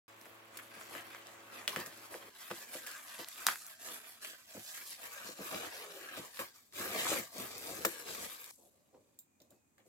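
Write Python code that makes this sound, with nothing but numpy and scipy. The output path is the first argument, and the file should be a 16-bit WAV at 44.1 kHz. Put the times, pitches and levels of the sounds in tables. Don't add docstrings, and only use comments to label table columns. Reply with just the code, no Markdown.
import sys
import numpy as np
from scipy import signal
from scipy.fft import rfft, irfft, next_fast_len
from scipy.io import wavfile

SR = 44100
rng = np.random.default_rng(int(sys.argv[2]) if len(sys.argv) > 2 else 0)


def transcribe(signal):
    frames = np.atleast_2d(signal).T
    limited = np.clip(frames, -1, 1)
    pcm = np.round(limited * 32767).astype(np.int16)
    wavfile.write(sys.argv[1], SR, pcm)


N = 435708
TIME = np.arange(N) / SR

# (frequency [Hz], time to fall 60 dB [s])
ROOM_T60 = [(100, 0.2), (500, 0.1), (2000, 0.19), (6000, 0.15), (15000, 0.13)]
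# (frequency [Hz], relative density [dB])
ROOM_TONE_SPECTRUM = [(30, -17.5), (50, -11.5), (85, 3), (160, -2), (240, 4.5), (500, -9.5), (1000, -11),
                      (1300, -15), (2000, -16.5), (2450, -16), (3000, -22), (5500, -23.5), (6300, -15),
                      (7600, -12.5), (9600, -21.5), (12000, -21), (16000, -22)]
# (multiple of the blade rate, level [dB])
FAN_HARMONICS = [(1, -75), (2, -79), (3, -72.5), (4, -77), (5, -71.5), (6, -78.5), (8, -85), (10, -74.5)]
# (frequency [Hz], relative density [dB])
FAN_AIR_SPECTRUM = [(40, -10), (90, -46), (160, -4), (250, 7), (550, 11), (1000, 12.5), (1800, 9.5),
                    (2600, 7), (4000, -1), (6200, -10), (7600, -16), (9500, -20.5), (13000, -23),
                    (16000, -5)]

# (frequency [Hz], relative density [dB])
FILM_SPECTRUM = [(50, -19), (85, -7.5), (150, -16), (220, -8.5), (330, -4.5), (500, 3.5), (780, -4),
                 (1100, -8), (1800, -2), (3000, -5.5), (6000, -11.5), (9500, -12), (13000, -9),
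                 (16000, -16)]
# (mean delay [ms], gain)
NEAR_ECHOES = [(.88, 0.35), (1.9, -0.3), (4.3, 0.29)]
# (frequency [Hz], width [Hz], boost [dB])
DESK_PEAKS = [(467, 80, -2), (560, 45, -1), (642, 70, 3), (820, 130, -6), (1125, 260, 7.5), (1420, 90, -3),
              (1600, 320, 4.5), (2190, 170, -2.5), (2640, 160, 3), (3800, 260, -2.5), (7580, 220, 4.5),
              (8800, 490, -1), (10040, 900, 4)]
# (frequency [Hz], width [Hz], boost [dB])
LIFTED_PEAKS = [(95, 67, 1.5), (170, 38, 1.5), (235.4, 53, -5), (415, 60, -5), (556, 100, 3.5),
                (863, 83, -2.5), (960, 28, 3.5), (1137, 140, 7), (1400, 110, -1.5), (1600, 320, 3.5),
                (2030, 140, -5.5), (2243, 43, 0), (3353, 140, -2.5), (7500, 390, 2.5), (13000, 1100, -4.5)]
# (frequency [Hz], width [Hz], boost [dB])
LOOSE_PEAKS = [(95, 67, 4), (170, 45, 2.5), (234, 37, -3), (414, 39, -2.5), (497, 60, 0.5), (570, 70, 2),
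               (770, 68, -1), (850, 80, -3), (1150, 130, 6.5), (1420, 170, -2.5), (1680, 210, 2.5),
               (2160, 67, 0.5), (3300, 460, -2), (7600, 360, 3.5), (12500, 570, -3)]
# (start [s], swell [s], hold [s], crinkle [dB], stretch re crinkle [dB], rub re crinkle [dB])
TAPE_CUTS = [(.2, 0.014, 0.14, -68, -3, 0), (0.5, 0.093, 0.035, -60, 1.5, -0.5),
             (0.68, 0.1, 0.058, -59, 3.5, -5.5), (0.85, 0.063, 0.053, -57, 4, 1),
             (.925, 0.019, 0.024, -55.5, 9, 1.5), (1.0, 0.03, 0.16, -62, 6.5, 0.5),
             (1.248, 0.023, 0.0091, -62, 3.5, 0), (1.3, 0.021, 0.35, -67, 4, 0),
             (1.47, 0.097, 0.034, -58, 6, -1.5), (1.678, 0.023, 0.12, -52, 3, -1.5),
             (1.85, 0.017, 0.19, -59, -1, -6.5), (2.097, 0.024, 0.038, -54.5, -2, 1),
             (2.191, 0.032, 0.052, -61.5, 2, 0)]
WRAP_GRABS = [(2.3, 0.18, 0.14, -53.5, -2, -15), (2.54, .03, 0.13, -60, -0.5, -6),
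              (2.69, 0.064, 0.023, -49.5, -1.5, -11.5), (2.8, 0.021, 0.036, -56.5, -1.5, -5.5),
              (2.862, .01, 0.047, -52.5, -1.5, -14), (2.92, 0.043, 0.066, -56, 0.5, -11.5),
              (3.02, 0.092, 0.064, -54.5, 0.5, -12), (3.183, 0.0099, 0.006, -50, 1.5, -4),
              (3.25, 0.041, .06, -53.5, -4, -24), (3.33, 0.1, 0.056, -50, -0.5, -13.5),
              (3.47, 0.0075, 0.013, -41, -2, -12), (3.55, 0.08, 0.095, -56, -4, -22),
              (3.77, 0.13, 0.06, -50, -2, -8.5), (3.85, .03, .015, -55.5, 3, -2.5),
              (4.0, 0.054, 0.063, -55.5, -2.5, -15), (4.13, 0.035, 0.056, -62, -4, -14),
              (4.2, 0.052, .005, -50, -5, -15), (4.24, 0.0074, 0.045, -52, -3.5, -10),
              (4.32, 0.012, 0.0097, -62, 6.5, -9.5), (4.36, 0.03, 0.097, -66, -3.5, -28),
              (4.44, 0.1, 0.061, -55, -5, -15), (4.62, 0.07, 0.087, -49, -8, -25),
              (4.72, 0.064, 0.052, -54.5, -5.5, -16), (4.84, 0.045, .04, -50, -8.5, -17.5),
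              (4.972, 0.066, 0.021, -49.5, -1, -9), (5.09, 0.056, 0.073, -54, 3, -13),
              (5.2, 0.048, 0.055, -51.5, 0, -7), (6.52, 0.054, 0.014, -62, -4.5, -25)]
WRAP_PULLS = [(5.336, 0.16, 0.046, -47, 0.5, -8.5), (5.505, 0.021, 0.041, -46.5, 4, 0.5),
              (5.57, 0.047, 0.05, -48, 2.5, -1), (5.68, 0.051, 0.12, -52, 2.5, -10.5),
              (5.88, 0.043, 0.21, -54, 2, -7.5), (6.13, 0.057, 0.066, -52, 2, -4),
              (6.29, 0.11, 0.021, -50.5, -6.5, -18), (6.389, 0.0035, 0.0083, -49, 5, -3),
              (6.72, 0.08, 0.19, -46, -3, -9.5), (6.78, .02, 0.16, -47.5, 2, -1),
              (6.94, 0.082, 0.13, -41.5, 1.5, -4.5), (7.05, .025, .11, -42, 1, -2),
              (7.31, 0.11, 0.036, -45, -2, -4), (7.48, 0.04, 0.084, -51, -2, -5.5),
              (7.6, 0.04, 0.2, -48, -2, -3.5), (7.87, 0.024, 0.11, -50, -1.5, -10.5),
              (7.98, .03, .04, -56, -1, -3.5), (8.041, 0.061, 0.15, -45.5, -2.5, -6.5),
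              (8.28, 0.015, 0.31, -54.5, -1.5, -17.5)]
# (start [s], swell [s], hold [s], level [dB])
WRAP_SCRAPES = [(4.53, .03, .03, -64), (4.72, 0.026, 0.035, -53.5), (4.85, .04, 0.041, -57.5),
                (5.0, .04, .03, -56.5)]

# (time [s], level [dB], pitch [Hz])
FOLD_TICKS = [(.214, -49, 9000), (.668, -53, 10500), (.681, -57, 9500), (.751, -52, 9000),
              (.818, -53, 10000), (1.010, -50, 6500), (1.017, -53, 5500), (1.270, -46, 4470),
              (1.791, -43, 10000), (1.802, -38, 10000), (1.975, -49, 9000), (2.606, -55, 1600),
              (2.733, -41, 8000), (2.915, -40, 9500), (3.093, -61, 4970), (3.145, -52, 5500),
              (3.368, -47, 11000), (3.411, -50, 12500), (3.666, -40.5, 8500), (3.887, -43, 2500),
              (3.945, -49, 2000), (4.083, -50, 7500), (4.684, -59, 7500), (6.360, -48, 3500),
              (6.372, -41, 1800), (6.725, -51.5, 3000), (7.382, -36, 8000), (7.511, -49, 6460),
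              (7.581, -36.5, 10000), (8.080, -50, 6500), (8.321, -46, 7000), (8.348, -48, 6000),
              (8.365, -48, 8000), (8.443, -39.5, 9150), (8.462, -46, 8000), (8.508, -49, 6000)]
# (time [s], level as if packed into 1 ms [dB], favoured frequency [Hz])
BOX_BUMPS = [(0.255, -46, 450), (.765, -47.5, 230), (.95, -38.5, 350), (1.677, -37, 650),
             (1.765, -30.5, 240), (1.795, -37, 230), (1.865, -44, 220), (2.141, -33, 720),
             (2.505, -30, 370), (2.748, -35.5, 560), (3.186, -36.5, 373), (4.546, -39, 260),
             (4.566, -36, 231), (5.245, -46, 150), (5.284, -38, 370), (5.386, -34.5, 300),
             (5.399, -34.5, 280), (5.517, -36.5, 300), (5.54, -33.5, 230), (6.171, -37, 260),
             (6.189, -37.5, 221), (6.392, -34, 330), (6.797, -39, 140), (6.945, -31.5, 420),
             (7.19, -35, 190), (7.383, -40, 150), (7.847, -22, 522), (8.942, -51, 680), (9.404, -54.5, 259),
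             (9.521, -55.5, 220), (9.862, -60, 210)]
# (frequency [Hz], width [Hz], relative level [dB])
BOX_MODES = [(113, 19, -7), (201, 52, 1.5), (280, 207, 4.5), (338, 31, 2.5), (438, 57, -6), (490, 53, 4.5),
             (644, 55, -2.5), (1067, 290, -0.5)]
# (time [s], body [dB], body [Hz],
# crack [dB], crack [Hz], flutter re pop [dB], flutter decay [s])
SNAPS = [(0.2566, -48, 1730, -54, 7900, 1.5, .015), (0.5713, -59, 2960, -45, 9500, 10.5, .006),
         (0.5888, -44, 1750, -53, 9900, 7, .015), (.812, -43, 1500, -54, 7000, 4, .012),
         (0.9514, -37, 1420, -47, 6200, 0, .012), (1.148, -39, 1400, -47, 4500, -12, .015),
         (1.678, -27, 3180, -24, 5540, -2, .022), (1.68, -29.5, 2680, -43, 4300, -22, .015),
         (1.7616, -27.5, 1740, -35.5, 8950, -1, .015), (1.862, -47, 2280, -37.5, 7500, 1, .015),
         (2.142, -38, 1640, -45, 4100, -3, .015), (2.504, -42.5, 1700, -60, 3000, 5, .006),
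         (2.512, -34.5, 1150, -45, 3900, 0, .01), (2.5138, -40, 2640, -46, 6000, 0, .012),
         (2.8655, -43.5, 2060, -40, 9200, 6, .015), (3.2455, -40, 3900, -53, 4490, -15, .015),
         (3.286, -55.5, 3000, -39, 8800, 1, .002), (3.4674, -20.5, 1390, -14.5, 4400, -9, .019),
         (3.4682, -25, 4000, -23.5, 7000, -7, .015), (3.4862, -18.5, 1300, -37.5, 5000, -5.5, .022),
         (3.5368, -50, 1600, -44, 8000, -10, .01), (3.5576, -39, 1590, -42, 8300, -17, .015),
         (4.248, -38, 2400, -42, 4900, 0.5, .015), (5.649, -40, 1500, -52, 5000, -3, .015),
         (6.3922, -36, 1700, -50, 3800, -1, .015), (7.0678, -27.5, 990, -42, 7200, 0, .012),
         (7.132, -35, 1300, -41, 5000, 0, .012), (7.159, -39, 900, -40, 5000, 2, .012),
         (7.8489, -24.5, 1560, -37, 8000, 0, .004), (7.851, -25.5, 1280, -25, 9000, -1, 0.014)]
# (time [s], pitch [Hz], level [dB])
GROAN = [(5.72, 422, -68), (5.79, 424.6, -61), (5.87, 415, -60.5), (5.94, 392, -60.5), (6.02, 379, -63),
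         (6.068, 372, -63)]
# (time [s], ring [dB], knock [dB], knock pitch [Hz])
KNIFE_TICKS = [(7.8527, -25.5, -30.5, 4950), (7.8535, -34, -27, 13000), (9.1892, -42.5, -54, 11970),
               (9.402, -63, -59, 3800), (9.418, -58.5, -57.5, 5200), (9.505, -55, -72, 3000),
               (9.781, -63.5, -60, 1775)]
# (frequency [Hz], width [Hz], relative level [dB])
KNIFE_MODES = [(3810, 140, -14), (5100, 390, -10.5), (5730, 900, -12.5), (7370, 350, 1), (8700, 600, -5.5),
               (10050, 300, -7.5), (12600, 500, -2), (14900, 400, -1)]
# (start [s], swell [s], hold [s], level [dB])
HIGH_SIZZLE = [(8.5, 0.013, 0.038, -62.5), (8.56, 0.032, 0.1, -71.5)]
# (start [s], swell [s], hold [s], hiss [dB], rasp re hiss [dB], rub re hiss [dB])
FINGER_SLIDES = [(8.575, 0.02, 0.077, -77, -11, 8.1), (8.699, 0.043, 0.41, -81.5, -5, 2.2),
                 (8.92, 0.027, 0.027, -92.5, 10, 26.4), (9.39, 0.038, .01, -78.5, -9, 7.2),
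                 (9.495, 0.013, 0.038, -78, -7, 8.2), (9.775, 0.0079, 0.019, -82.5, 9.5, 11.4),
                 (9.841, 0.043, 0.018, -72, -9.5, 4.1)]
# (time [s], pitch [Hz], level [dB])
WHINE = [(8.8, 2377, -101), (9.1, 2430, -96), (9.2, 2435, -100), (9.35, 2430, -88), (9.44, 2500, -101),
         (9.54, 2580, -89), (9.66, 2490, -94), (9.78, 2430, -103)]
# (time [s], lead at the left microphone [ms], left over right [dB])
HAND_POSITIONS = [(.1, 0.0043, 1), (2.3, 0.044, 0), (3.501, 0.005, 0), (3.9, -0.079, -1),
                  (4.699, -0.17, -1.2), (5.1, 0.19, 1), (6.4, 0.14, 1), (7.0, 0.16, 1), (7.7, 0.14, 2),
                  (8.3, 0.34, 2.5), (8.7, 0.058, 1), (9.2, -0.12, -1.5), (9.799, 0.081, 0.5)]


def from_db(db):
    return 10 ** (np.asarray(db) / 20)


def rms_one(x):
    return x / np.sqrt(np.mean(x ** 2) + 1e-20)


def unit_hit(x):
    return x * np.sqrt(SR / 1000 / (np.sum(x ** 2) + 1e-20))


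def at_hz(points, hz):
    knots_hz, value = np.transpose(points)
    return np.interp(np.log(np.maximum(hz, 1)), np.log(knots_hz), value)


def band(x, low_hz, high_hz, order=2):
    sos = signal.butter(order, [low_hz, min(high_hz, .48 * SR)], "band", fs=SR, output="sos")
    return signal.sosfilt(sos, x + 1e-18)


def resonate(x, hz, width_hz):
    radius = np.exp(-np.pi * width_hz / SR)
    feedback = [1, -2 * radius * np.cos(2 * np.pi * hz / SR), radius ** 2]
    return signal.lfilter(np.array([1, 0, -1]) * (1 - radius ** 2) / 2, feedback, x + 1e-18)


def struck(blow, modes):
    return unit_hit(sum((-1) ** k * from_db(db) * unit_hit(resonate(blow, hz, width_hz))
                        for k, (hz, width_hz, db) in enumerate(modes)))


def colour(x, spectrum):
    size = next_fast_len(N)
    hz = np.arange(size // 2 + 1) * SR / size
    return irfft(rfft(x, size) * from_db(at_hz(spectrum, hz)), size)[..., :N]


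def drift(rate_hz):
    knots = rng.standard_normal(4000)
    return np.interp(TIME * rate_hz, np.arange(len(knots)), knots)


def add(track, sound, s):
    start = int(s * SR)
    track[:, start:start + sound.shape[-1]] += sound[..., :N - start]


def stereo(mid, side, wide_hz, width, bass_width=0.46):
    treble = signal.sosfilt(signal.butter(2, wide_hz, "high", fs=SR, output="sos"), side)
    return mid + (width * treble + bass_width * side[::-1]) * np.array([[1], [-1]])


def stereo_noise(samples, wide_hz, width):
    return stereo(*rng.standard_normal((2, samples)), wide_hz, width)


def room(x, wet_db, build_s=0.0018):
    t = TIME[:SR // 4]
    noise = stereo_noise(len(t), wide_hz=600, width=0.4)
    edges_hz = np.geomspace(50, 19000, 10)
    tail = sum(band(noise, low, high) * from_db(-60 * t / at_hz(ROOM_T60, np.sqrt(low * high)))
               for low, high in zip(edges_hz, edges_hz[1:]))
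    tail *= 1 - np.exp(-t / build_s)
    tail /= np.sqrt(np.sum(tail ** 2) / 2)
    return x + from_db(wet_db) * signal.oaconvolve(x, tail, axes=-1)[:, :N]


def effort(strokes, fall_db_per_s):
    t, power = TIME[::20], 0
    for start_s, swell_s, hold_s, db in strokes:
        swell = np.sin(np.pi / 2 * np.clip((t - start_s) / swell_s, 0, 1)) ** 1.1
        released_s = np.maximum(t - start_s - swell_s - hold_s, 0)
        power = power + (swell * from_db(db - fall_db_per_s * released_s)) ** 2
    return np.interp(TIME, t, np.sqrt(power))


def handling(moves):
    start, swell, hold, high_db, mid_re_high_db, low_re_high_db = np.transpose(moves)
    low = effort(zip(start, swell, hold, high_db + low_re_high_db), fall_db_per_s=239)
    mid = effort(zip(start, swell, hold, high_db + mid_re_high_db), fall_db_per_s=207.5)
    high = effort(zip(start, swell, hold, high_db), fall_db_per_s=183.5)
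    return np.array([low, mid, high])


def room_tone(level_db=-75):
    noise = stereo_noise(N, wide_hz=400, width=0.98)
    return from_db(level_db) * rms_one(colour(noise, ROOM_TONE_SPECTRUM))


def fan(blade_hz=111.2, waver=0.0045, flutter_db=2, air_db=-58.5, end_s=2.295):
    phase = 2 * np.pi * np.cumsum(blade_hz * (1 + waver * drift(12.2))) / SR
    hum = 0
    for harmonic, db in FAN_HARMONICS:
        amplitude = np.sqrt(2) * from_db(db + flutter_db * drift(7.7))
        hum = hum + amplitude * np.sin(harmonic * phase + rng.uniform(0, 2 * np.pi))
    air = rms_one(colour(stereo_noise(N, wide_hz=570, width=1.0), FAN_AIR_SPECTRUM))
    return (hum + from_db(air_db) * air) * (TIME < end_s)


def creases(per_s=2000, spread_db=0.8, clump_db=2.5, patchy_db=3.0):
    onsets = np.flatnonzero(rng.random(N) < per_s * from_db(clump_db * drift(55)) / SR)
    size = from_db(spread_db * np.minimum(rng.exponential(1, len(onsets)), 5))
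    edges_hz = np.geomspace(45, 18000, 17)
    out, clicks = np.zeros((2, N)), np.zeros((2, N))
    for low, high in zip(edges_hz, edges_hz[1:]):
        band_gain = from_db(patchy_db * drift(22)[onsets])
        clicks[:, onsets] = size * band_gain * rng.standard_normal((2, len(onsets)))
        out += band(clicks, low, high)
    return rms_one(stereo(*out, wide_hz=673, width=0.56))


def big_folds(per_s, spread_db, low_hz, high_hz, decay_cycles, wide_hz=2800):
    onsets = np.flatnonzero(rng.random(N) < per_s / SR)
    out, t = np.zeros((2, N)), TIME[:SR // 80]
    for onset, (size, pitch, phase, spread) in zip(onsets, rng.random((len(onsets), 4))):
        hz = low_hz * (high_hz / low_hz) ** pitch
        apart = spread * min(hz / wide_hz, 1)
        tone = np.sin(2 * np.pi * (hz * t + phase + np.array([[0], [apart]])))
        tick = unit_hit(tone * np.exp(-t * hz / decay_cycles))
        add(out, from_db(spread_db * min(-np.log(size), 3)) * tick, onset / SR)
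    return rms_one(out)


def near_echoes(x, wander=.2, wander_hz=8):
    now, out = np.arange(N), x
    for delay_ms, gain in NEAR_ECHOES:
        read = now - delay_ms * SR / 1000 * np.exp(wander * drift(wander_hz))
        out = out + gain * np.array([np.interp(read, now, channel) for channel in x])
    return out


def swaying_peaks(x, peaks, sway_db=0.9, sway_hz=7):
    for hz, width_hz, boost_db in peaks:
        x = x + (from_db(boost_db + sway_db * drift(sway_hz)) - 1) * resonate(x, hz, width_hz)
    return x


def crossfade(centre_s, length_s):
    return np.clip((TIME - centre_s) / length_s + .5, 0, 1)


def film_rustle():
    lifted = crossfade(centre_s=4.8, length_s=0.49)
    loose = crossfade(centre_s=6.55, length_s=.3)
    fine = creases()
    bright = big_folds(per_s=80, spread_db=3.2, low_hz=1500, high_hz=10000, decay_cycles=0.93)
    dull = big_folds(per_s=75, spread_db=3, low_hz=400, high_hz=2000, decay_cycles=0.99)
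    folds = fine + from_db(-16.5) * bright + loose * from_db(-17) * dull
    film = colour(near_echoes(folds), FILM_SPECTRUM)
    return ((1 - lifted) * swaying_peaks(film, DESK_PEAKS)
            + (lifted - loose) * swaying_peaks(film, LIFTED_PEAKS)
            + loose * swaying_peaks(film, LOOSE_PEAKS))


def registers(rustle):
    bands_hz = [(82, 680), (750, 3500), (3900, 15000)]
    return [rms_one(band(rustle, low, high, order=3)) for low, high in bands_hz]


def bubble_wrap(rustle, off_s=8.512):
    drum, croak, crackle = registers(rustle)
    held = TIME < off_s
    resting = np.outer(from_db([-84, -79, -70]), held)
    rub, stretch, crinkle = np.hypot(handling(TAPE_CUTS + WRAP_GRABS + WRAP_PULLS), resting)
    scrape = effort(WRAP_SCRAPES, fall_db_per_s=200) * rms_one(band(rustle, 1660, 3640))
    body = room(rub * drum + stretch * croak + scrape, wet_db=-9)
    return (body + room(crinkle * crackle, wet_db=-3.5)) * held


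def fold_ticks(decay_s=0.00069):
    out, t = np.zeros((2, N)), TIME[:SR // 100]
    for s, db, hz in FOLD_TICKS:
        burst = stereo_noise(len(t), wide_hz=1000, width=0.54) * np.exp(-t / decay_s)
        tick = np.array([unit_hit(channel) for channel in band(burst, hz / 2, hz * 2)])
        add(out, from_db(db) * tick, s)
    return room(out, wet_db=-6.5)


def box_bumps(rise_s=0.00067, fall_s=0.0097, scuff_db=-11):
    out, t = np.zeros((2, N)), TIME[:SR // 5]
    for s, level_db, favoured_hz in BOX_BUMPS:
        scuff = rng.standard_normal(len(t)) * (1 - np.exp(-t / rise_s)) * np.exp(-t / fall_s)
        modes = [(hz, width, db - 3.1 * np.log2(hz / favoured_hz) ** 2) for hz, width, db in BOX_MODES]
        bump = struck(scuff, modes) + from_db(scuff_db) * unit_hit(band(scuff, 530, 2200, order=1))
        add(out, from_db(level_db) * bump, s)
    return room(out, wet_db=-4.0)


def snap(body_db, body_hz, crack_db, crack_hz, flutter_db, flutter_s, splinter_s=0.0013):
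    t = TIME[:SR // 8]
    impulse = 1. * (t == 0)
    body = unit_hit(resonate(band(impulse, 760, 2 * body_hz), body_hz, width_hz=0.59 * body_hz))
    splinters = rng.standard_normal((2, len(t))) * np.exp(-t / splinter_s)
    split = unit_hit(impulse) + .3 * np.array([unit_hit(channel) for channel in splinters])
    split = band(split, 200, 15000)
    crack = band(split, crack_hz * 2 ** -1.59, crack_hz * 2 ** 1.59)
    pop = from_db(body_db) * body + from_db(crack_db) * np.array([unit_hit(c) for c in crack])
    spikes = rng.standard_normal((2, len(t))) ** 3
    cloud = stereo(*spikes, wide_hz=600, width=.9) * np.exp(-t / flutter_s)
    cloud /= np.sqrt(np.sum(cloud ** 2) / 2)
    return pop + from_db(flutter_db) * signal.fftconvolve(pop, cloud, axes=-1)[:, :len(t)]


def snaps():
    out = np.zeros((2, N))
    for s, *voicing in SNAPS:
        add(out, snap(*voicing), s)
    return room(out, wet_db=-13.5)


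def drag_groan(jitter=0.0416, panel_hz=505, panel_width_hz=130, hollow_db=3):
    s, hz, db = np.transpose(GROAN)
    phase = 2 * np.pi * np.cumsum(np.interp(TIME, s, hz) * (1 + jitter * drift(100))) / SR
    groan = np.sqrt(2) * np.sin(phase) * from_db(1.6 * drift(50))
    rub = resonate(rng.standard_normal(N), panel_hz, panel_width_hz)
    hollow = rms_one(resonate(rub, panel_hz, 2 * panel_width_hz))
    level = from_db(np.interp(TIME, s, db)) * (TIME > s[0]) * (TIME < s[-1])
    return level * (groan + from_db(hollow_db) * hollow)


def knife_ticks(contact_s=0.0024):
    out, t = np.zeros((2, N)), TIME[:SR // 8]
    for s, ring_db, knock_db, knock_hz in KNIFE_TICKS:
        contact = stereo_noise(len(t), wide_hz=2000, width=0.91) * np.exp(-t / contact_s)
        ring = np.array([struck(channel, KNIFE_MODES) for channel in contact])
        knock = np.array([unit_hit(resonate(channel, knock_hz, 0.24 * knock_hz)) for channel in contact])
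        add(out, from_db(ring_db) * ring + from_db(knock_db) * knock, s)
    return room(out, wet_db=-3.0)


def high_sizzle(rustle):
    return effort(HIGH_SIZZLE, fall_db_per_s=230.5) * rms_one(band(rustle, 6200, 15800))


def finger_slides(rustle):
    return sum(level * texture for level, texture in zip(handling(FINGER_SLIDES), registers(rustle)))


def whine(flicker_hz=110):
    s, hz, db = np.transpose(WHINE)
    phase = 2 * np.pi * np.cumsum(np.interp(TIME, s, hz)) / SR
    tone = rms_one(drift(flicker_hz) * np.sin(phase) + drift(flicker_hz) * np.cos(phase))
    return tone * from_db(np.interp(TIME, s, db)) * (TIME > s[0]) * (TIME < s[-1])


def towards_hands(x):
    s, lead_ms, pan_db = np.transpose(HAND_POSITIONS)
    shift = np.round(np.interp(TIME, s, lead_ms) * SR / 2000).astype(int)
    gain = from_db(np.interp(TIME, s, pan_db) / 2)
    now = np.arange(N)
    left = x[0].take(now + shift, mode="clip") * gain
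    right = x[1].take(now - shift, mode="clip") / gain
    return np.array([left, right])


def scene():
    rustle = film_rustle()
    textures = bubble_wrap(rustle) + high_sizzle(rustle) + finger_slides(rustle)
    parcel = textures + snaps() + fold_ticks() + box_bumps() + drag_groan() + knife_ticks()
    return towards_hands(parcel) + fan() + room_tone() + whine()


def record(dry, start_s=.08, ceiling=.65, cutoff_hz=16000):
    rounded = ceiling * np.tanh(dry * (TIME > start_s) / ceiling)
    return signal.sosfilt(signal.ellip(10, .2, 80, cutoff_hz, fs=SR, output="sos"), rounded)


dry = scene()
out = record(dry)
transcribe(out)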